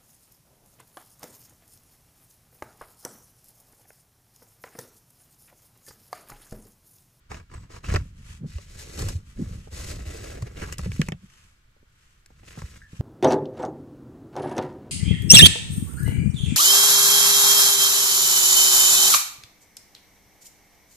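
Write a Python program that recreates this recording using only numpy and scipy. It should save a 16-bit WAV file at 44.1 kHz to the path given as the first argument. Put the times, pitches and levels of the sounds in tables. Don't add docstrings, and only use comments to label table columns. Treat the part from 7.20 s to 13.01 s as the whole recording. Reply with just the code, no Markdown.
import sys
import numpy as np
from scipy import signal
from scipy.fft import rfft, irfft
from scipy.io import wavfile
from scipy.ndimage import uniform_filter1d

SR = 44100
rng = np.random.default_rng(int(sys.argv[2]) if len(sys.argv) > 2 else 0)


def to_wav(sig):
    pcm = np.clip(np.atleast_2d(sig), -1, 1) * 32767
    pcm = np.round(pcm).astype(np.int16)
    wavfile.write(sys.argv[1], SR, pcm.T)


N = 256220
TIME = np.arange(N) / SR

# t/s, f/Hz of the strongest ring, pleat drumming re rasp/dB
CONTACT_PATH = [(.7, 1130, -3.5), (1.3, 2020, -13.5), (1.6, 1900, 5), (1.85, 1400, 5), (2.7, 1560, 4.5),
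                (3.25, 1620, 6.5), (3.44, 1480, -0.5), (3.8, 1920, -7), (5.3, 1750, -5)]
# f/Hz, relative level/dB
DRUM_SPECTRUM = [(130, -25.5), (300, 7.5), (560, 7.5), (850, -3.5), (1800, -58.5)]
# f/Hz, relative level/dB
PLEAT_SPECTRUM = [(400, -17.5), (1000, -12.5), (2200, -5), (3400, -8), (4300, -5), (6000, -5), (7900, -5),
                  (8800, -10.5), (11000, -12.5), (15000, -25.5)]
# f/Hz, relative level/dB
RUMBLE_SPECTRUM = [(15, -8), (30, 0.5), (75, 4.5), (200, -9.5), (300, -23), (500, -32.5), (1500, -70.5)]


def rubbing(count=3):
    rasp_gain, hiss_gain, rumble_gain = pulls()
    contact_hz, drum_db = curves(CONTACT_PATH)
    catch = walk(rate=67)
    density = undb(np.minimum(drum_db, 0))
    rumble = unit(colour(slips(rate=1700, spread_db=3.0), RUMBLE_SPECTRUM))
    out = footwell(rumble * rumble_gain)
    for share in spots(count):
        edge = slips(rate=330 * density, spread_db=4.5) / np.sqrt(density)
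        spot_hz = contact_hz * 2 ** (.35 * walk(rate=30))
        rasp = unit(housing(edge, spot_hz)) * rasp_gain * undb(2 * catch)
        drum = unit(colour(edge, DRUM_SPECTRUM)) * rasp_gain * undb(drum_db + 2.5 * catch)
        fibres = slips(rate=1600, spread_db=3.5)
        hiss = unit(colour(fibres, PLEAT_SPECTRUM)) * hiss_gain * undb(1.86 * catch)
        out = out + footwell(share * (rasp + drum + hiss))
    return out


# t/s, length/s, frame rasp level/dB, pleat hiss level/dB,
# rumble level/dB, growth over the stroke/dB
SCRAPE_STROKES = [(0.089, 0.086, -44.5, -49, -39.5, -1.5), (0.282, 0.055, -53, -66, -48, 19.5),
                  (0.329, 0.11, -57, -61, -42, -1.5), (0.486, 0.078, -49.5, -52, -45.5, 4.5),
                  (0.622, 0.046, -47.5, -50, -42, 8), (0.66, 0.098, -38.5, -46, -25.5, 5),
                  (1.233, 0.33, -62, -55.5, -45.5, -4), (1.475, 0.33, -57, -51, -45, 8.5),
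                  (1.56, 0.056, -72, -43.5, -66, 8), (1.758, 0.16, -48, -42.5, -30, -1),
                  (2.135, 0.22, -59, -55, -35.5, 2), (2.495, 0.21, -52, -43, -38, 8.5),
                  (2.696, 0.14, -54, -52, -39.5, -3), (2.822, 0.29, -49.5, -46.5, -41, -0.5),
                  (3.096, 0.33, -55.5, -59, -39.5, -5.5), (3.347, 0.092, -45.5, -49.5, -38.5, 10.5),
                  (3.458, 0.074, -46, -49, -37.5, -1.5), (3.566, 0.095, -51.5, -51.5, -34.5, 4),
                  (3.682, 0.19, -54, -51, -37, -8.5), (5.06, 0.21, -68, -70, -55.5, 8.5),
                  (5.233, 0.09, -55.5, -56, -55, 8.5), (5.326, 0.25, -57, -54.5, -45, -5.5)]


def pulls():
    power = np.zeros((3, N))
    for s, length, rasp_db, hiss_db, rumble_db, growth_db in SCRAPE_STROKES:
        drag = stroke(length, growth_db, SCRAPE_RELEASE_S + RELEASE_SHARE * length)
        shake = stroke(length, growth_db, RUMBLE_RELEASE_S + RELEASE_SHARE * length)
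        gains = [undb(rasp_db) * drag, undb(hiss_db) * drag, undb(rumble_db) * shake]
        add(power, s, np.square(gains))
    return np.sqrt(power)


SCRAPE_ATTACK_S, ATTACK_SHARE = 0.018, 0.16
SCRAPE_RELEASE_S, RUMBLE_RELEASE_S, RELEASE_SHARE = 0.012, 0.032, 0.13


def stroke(length, growth_db, release_s, size=32768):
    age = TIME[:size]
    attack_s = SCRAPE_ATTACK_S + ATTACK_SHARE * length
    grip = np.sin(np.pi / 2 * np.minimum(age / attack_s, 1)) ** 2
    growth = undb(growth_db * (np.minimum(age / length, 1) - .5))
    release = np.exp(-np.maximum(age - length, 0) / release_s)
    return grip * growth * release


# f/Hz, width/Hz, relative level/dB
HOUSING_MODES = [(367, 36, 2.5), (506, 250, 6), (607, 110, 10.5), (1040, 453, 0), (1418, 175, 2.5),
                 (1730, 220, 1.5), (2220, 284, 3), (2505, 296, 5), (2910, 500, 1.5), (4840, 1630, -3.5)]


def housing(force, contact_hz, damping=1, octaves=0.73, detune=0.056):
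    out = 0
    for k, (hz, width, db) in enumerate(HOUSING_MODES):
        hz = hz * np.exp(detune * rng.standard_normal())
        coupling = 1 / (1 + (np.log2(hz / contact_hz) / octaves) ** 2)
        resonance = signal.iirpeak(hz, hz / (width * damping), SR)
        sign = (-1) ** k
        out = out + sign * undb(db) * signal.lfilter(*resonance, force * coupling)
    return out


def slips(rate, spread_db):
    happens = rng.random(N) < rate / SR
    size = undb(spread_db * np.minimum(rng.standard_normal(N), 2))
    return happens * size * rng.choice([-1, 1], N)


def spots(count, rate=4.084):
    load = undb([6 * walk(rate) for _ in range(count)])
    return load / np.linalg.norm(load, axis=0)


# t/s, plastic knock level/dB, paper crack level/dB, burst decay/s,
# f/Hz of the strongest ring
FRAME_SNAPS = [(0.116, -45.5, -54.5, 0.0059, 1360), (.144, -51, -72, 0.0052, 1000),
               (0.7389, -41, -45, 0.0065, 900), (0.747, -40, -53, 0.0057, 1540),
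               (0.7598, -36, -58, 0.0018, 1820), (0.7637, -35, -71, 0.0049, 970),
               (1.383, -53.5, -66, 0.0064, 630), (1.7766, -53, -57, 0.0039, 650),
               (1.7908, -57, -45.5, 0.0085, 900), (1.821, -49, -47.5, 0.006, 1250),
               (1.886, -46.5, -44, 0.0087, 1400), (3.2226, -50.5, -54, 0.0041, 890),
               (3.418, -45.5, -54, 0.012, 1270), (3.525, -46.5, -44, 0.0065, 2270),
               (3.583, -58.5, -45.5, 0.0045, 2120), (3.592, -46.5, -58, 0.0059, 640),
               (3.718, -49, -59.5, 0.0015, 2120), (3.816, -35.5, -45, 0.00092, 2960),
               (3.886, -44.5, -49.5, 0.0024, 1800), (3.9211, -45.5, -59, 0.0024, 1870),
               (5.0607, -69, -63.5, 0.003, 1480), (5.4186, -51, -65, 0.0033, 1000)]
# f/Hz, relative level/dB
CRACK_SPECTRUM = [(1000, -41.5), (3000, 2.5), (5200, 7.5), (8000, 7), (10000, 1), (15000, -8.5)]


def snaps(body_db=-7.0, size=4096):
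    out, t = np.zeros((2, N)), TIME[:size]
    for s, knock_db, crack_db, decay, hz in FRAME_SNAPS:
        burst = rng.choice([-1, 1], size) * np.exp(-t / max(decay, 1 / SR))
        burst[0] = 10
        ring = housing(burst, hz, damping=1.1, octaves=1)
        knock = unit(ring) + undb(body_db) * unit(colour(burst, DRUM_SPECTRUM))
        crack = unit(colour(burst, CRACK_SPECTRUM))
        snap = undb(knock_db) * knock + undb(crack_db) * crack
        add(out, s, footwell(snap, early_s=.0011, late_db=-26))
    return out


# t/s, share of the treble that escapes
EMERGENCE = [(1.2, 0.48), (1.55, 0.94)]


def slot(x, dull_hz=7500):
    dull = signal.sosfiltfilt(signal.butter(2, dull_hz, fs=SR, output="sos"), x)
    return dull + curves(EMERGENCE)[0] * (x - dull)


# t/s, envelope peak level/dB, f/Hz,
# cycles to the peak (few for a hard contact, more for a soft one)
PANEL_BUMPS = [(0.737, -16.5, 92, 1.4), (0.7808, -18.5, 67.6, 0.55), (1.233, -24, 161, 0.5),
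               (1.349, -23, 72, 1), (1.836, -20, 99, 2.06), (1.949, -19.5, 88.2, 1.15),
               (2.194, -25, 285, 0.61), (2.218, -22.5, 173, 1.17), (2.35, -29.5, 158, 1.2),
               (2.865, -26.5, 78.5, 1.2), (3.22, -21.5, 114, 1.28), (3.591, -23, 113, 0.41),
               (3.661, -21, 98, 0.47), (3.669, -28, 182, 1.65), (3.686, -23, 103, 1.1),
               (3.794, -9, 179.6, 0.63), (3.884, -21, 155, 0.62), (3.918, -24, 164, 1.34),
               (5.374, -29.5, 151, 0.76), (5.419, -28.5, 135, 0.76), (5.436, -26, 71.5, 0.54),
               (5.732, -30, 153, 0.25), (5.791, -15, 112.8, 2.5)]
# f/Hz, relative level/dB
BOOM_SPECTRUM = [(25, -61), (70, 1), (180, 6.5), (300, -22), (550, -17.5), (900, -30), (2500, -85)]


def bumps(size=8192):
    out, t = np.zeros(N), TIME[:size]
    for s, db, hz, cycles in PANEL_BUMPS:
        age = t * hz / cycles
        swing = -np.sin(2 * np.pi * hz * t) * (age * np.exp(1 - age)) ** 2
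        puff = rng.standard_normal(size) * np.minimum(age, 1) * np.exp(-t / 0.016)
        boom = unit(colour(puff, BOOM_SPECTRUM))
        boom_gain = undb(-21.5) * min(hz / 175, 1) ** 2
        add(out, s, undb(db) * (swing + boom_gain * boom))
    return out


# t/s, level/dB, upper cutoff f/Hz
DULL_TAPS = [(0.504, -63, 860), (0.637, -60, 680), (.741, -35.5, 584), (1.244, -54, 560),
             (1.826, -43.5, 540), (2.474, -54, 684), (3.423, -40.5, 510), (3.661, -45.5, 556),
             (3.886, -46, 980), (3.921, -46.5, 800), (4.566, -71.5, 600), (4.629, -68.5, 580),
             (5.105, -64.5, 890), (5.233, -62, 720), (5.375, -51.5, 1000)]


def taps(low_hz=110, size=4096):
    out = np.zeros(N)
    high_pass = signal.butter(2, low_hz, "high", fs=SR)
    for s, db, top_hz in DULL_TAPS:
        push = rng.standard_normal(size) * np.exp(-TIME[:size] / .006)
        push[0] = 14
        tap = signal.sosfilt(signal.butter(4, top_hz, fs=SR, output="sos"), push)
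        add(out, s, undb(db) * unit(signal.lfilter(*high_pass, tap)))
    return out


# t/s of the firmest press, half length/s, level/dB, centre f/Hz
FINGER_FUMBLES = [(1.243, 0.035, -32, 160), (2.212, 0.019, -28.5, 220), (2.335, 0.066, -44, 158),
                  (4.042, 0.023, -45.5, 163)]


def fumbles(octaves=0.27, size=16384):
    out, t = np.zeros(N), TIME[:size] - size / SR / 2
    for s, half_length, db, hz in FINGER_FUMBLES:
        edges_hz = hz * 2 ** (octaves * np.array([-1, 1]))
        band = signal.butter(2, edges_hz, "band", fs=SR, output="sos")
        swell = np.exp(-(t / half_length) ** 2)
        thuds = signal.sosfilt(band, slips(rate=1300, spread_db=2.5)[:size]) * swell
        add(out, s + t[0], undb(db) * thuds * np.linalg.norm(swell) / np.linalg.norm(thuds))
    return out


# t/s, length/s, f/Hz, width of each of two resonators/Hz, level/dB
EDGE_SQUEAKS = [(.341, .016, 8100, 500, -56), (.372, .11, 7750, 350, -69), (.644, .045, 2690, 340, -48),
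                (3.426, .045, 1560, 380, -44.5), (5.617, .02, 1700, 260, -51),
                (5.634, .075, 1720, 150, -57)]


def squeaks():
    out = np.zeros(N)
    for s, length, hz, width, db in EDGE_SQUEAKS:
        grip = np.linspace(1, 0, int(length * SR))
        chatter = slips(rate=2500, spread_db=4)[:len(grip)] * grip
        chatter[0] = 4
        resonance = signal.iirpeak(hz, hz / width, SR)
        tone = signal.lfilter(*resonance, signal.lfilter(*resonance, chatter))
        add(out, s, undb(db) * unit(tone))
    return footwell(out, wet_db=-6)


# t/s of top speed, half length/s, cloth level/dB, rumble level/dB
ARM_SWISHES = [(0.817, 0.094, -58, -36), (0.986, 0.042, -60, -41), (1.105, 0.076, -51.5, -42),
               (2.097, 0.049, -56.5, -47), (2.43, 0.16, -59, -45.5), (4.04, 0.087, -65, -57),
               (4.18, 0.15, -58.5, -61), (4.865, 0.15, -65.5, -87), (5.767, 0.09, -57.5, -53.5)]
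# f/Hz, relative level/dB
SLEEVE_SPECTRUM = [(150, -6), (400, -6), (750, -12), (1200, 0), (3000, 0), (4000, -6), (6000, -4.5),
                   (7900, -5), (8800, -8.5), (11000, -12.5), (15000, -27.5)]


def sleeve(count=5):
    power = np.zeros((2, N))
    for s, half_length, cloth_db, rumble_db in ARM_SWISHES:
        near = np.abs(TIME - s) < 3 * half_length
        swell = np.exp(-((TIME[near] - s) / half_length) ** 2)
        power[:, near] += np.outer(undb([cloth_db, rumble_db]), swell) ** 2
    rumble = unit(colour(slips(rate=500, spread_db=7.0), RUMBLE_SPECTRUM))
    out = footwell(rumble * np.sqrt(power[1]))
    speed_gain = np.sqrt(power[0]) * undb(walk(rate=14))
    for share in spots(count):
        cloth = unit(colour(slips(rate=1200, spread_db=8.0), SLEEVE_SPECTRUM))
        out = out + footwell(cloth * speed_gain * share, early_s=0.0061, wet_db=14.0)
    return out


# f/Hz, relative level/dB
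CABIN_SPECTRUM = [(25, -3.5), (100, -8), (250, -24), (700, -32.5), (1500, -23.5), (7500, -38), (15000, -47)]
CABIN_DB = -60


def cabin(count=6):
    noises = [colour(rng.standard_normal(N), CABIN_SPECTRUM) for _ in range(count)]
    return undb(CABIN_DB) * unit(sum(footwell(noise, wet_db=17.0) for noise in noises))


# f/Hz, phase/rad
PORT_PHASE_LEAD = [(0, 0), (90, -.07), (180, -.3), (500, -1.25), (700, -2.8), (1050, -5.3), (1500, -5.9),
                   (2100, -5.2)]
# f/Hz, level/dB
PORT_LEVEL_LEAD = [(230, -0.5), (550, -3.5), (1300, -1), (4500, 0.5), (8000, 7.5), (12000, -8.5)]


def footwell(x, early_s=0.003, late_s=0.013, late_db=-18, wet_db=3, size=4096):
    t, hz = TIME[:size], np.fft.rfftfreq(size, 1 / SR)
    phase = np.interp(hz, *np.transpose(PORT_PHASE_LEAD))
    lead_db = np.interp(hz, *np.transpose(PORT_LEVEL_LEAD))
    scatter = undb(wet_db) * hz ** 2 / (hz ** 2 + 650 ** 2)
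    decay = np.exp(-t / early_s) + undb(late_db) * np.exp(-t / late_s)
    out = []
    for side in (1, -1):
        echoes = rng.standard_normal(size) * decay
        paths = 1 + scatter * rfft(echoes) / np.linalg.norm(echoes)
        paths = paths / np.sqrt(uniform_filter1d(np.abs(paths) ** 2, size=25))
        port = undb(side * lead_db / 2) * np.exp(side * 1j * phase / 2)
        response = np.fft.fftshift(irfft(paths * port))
        out.append(signal.fftconvolve(x, response)[size // 2:size // 2 + len(x)])
    return np.array(out)


def colour(x, points, size=8192):
    hz, db = np.transpose(points)
    bins_hz = np.fft.rfftfreq(size, 1 / SR)
    outline_db = np.interp(np.log(bins_hz + 1), np.log(hz), db)
    cepstrum = irfft(np.log(undb(outline_db)))
    cepstrum[1:size // 2] *= 2
    cepstrum[size // 2:] = 0
    return signal.fftconvolve(x, irfft(np.exp(rfft(cepstrum))))[:len(x)]


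def walk(rate):
    knots = rng.standard_normal(4096)
    return np.interp(TIME * rate, np.arange(len(knots)), knots)


def curves(table):
    s, *columns = np.transpose(table)
    return [np.interp(TIME, s, c) for c in columns]


def undb(db):
    return 10 ** (np.asarray(db) / 20)


def unit(x):
    return x / np.sqrt(np.mean(x ** 2))


def add(track, s, x):
    i = min(max(int(s * SR), 0), N)
    track[..., i:i + x.shape[-1]] += x[..., :N - i]


def scene():
    filter_in_slot = slot(rubbing() + snaps())
    contacts = footwell(bumps() + taps() + fumbles())
    return filter_in_slot + contacts + squeaks() + sleeve() + cabin()


TOP_HZ = 15350


def record(dry):
    return signal.sosfilt(signal.ellip(8, .2, 70, TOP_HZ, fs=SR, output="sos"), dry)


dry = scene()
out = record(dry)
to_wav(out)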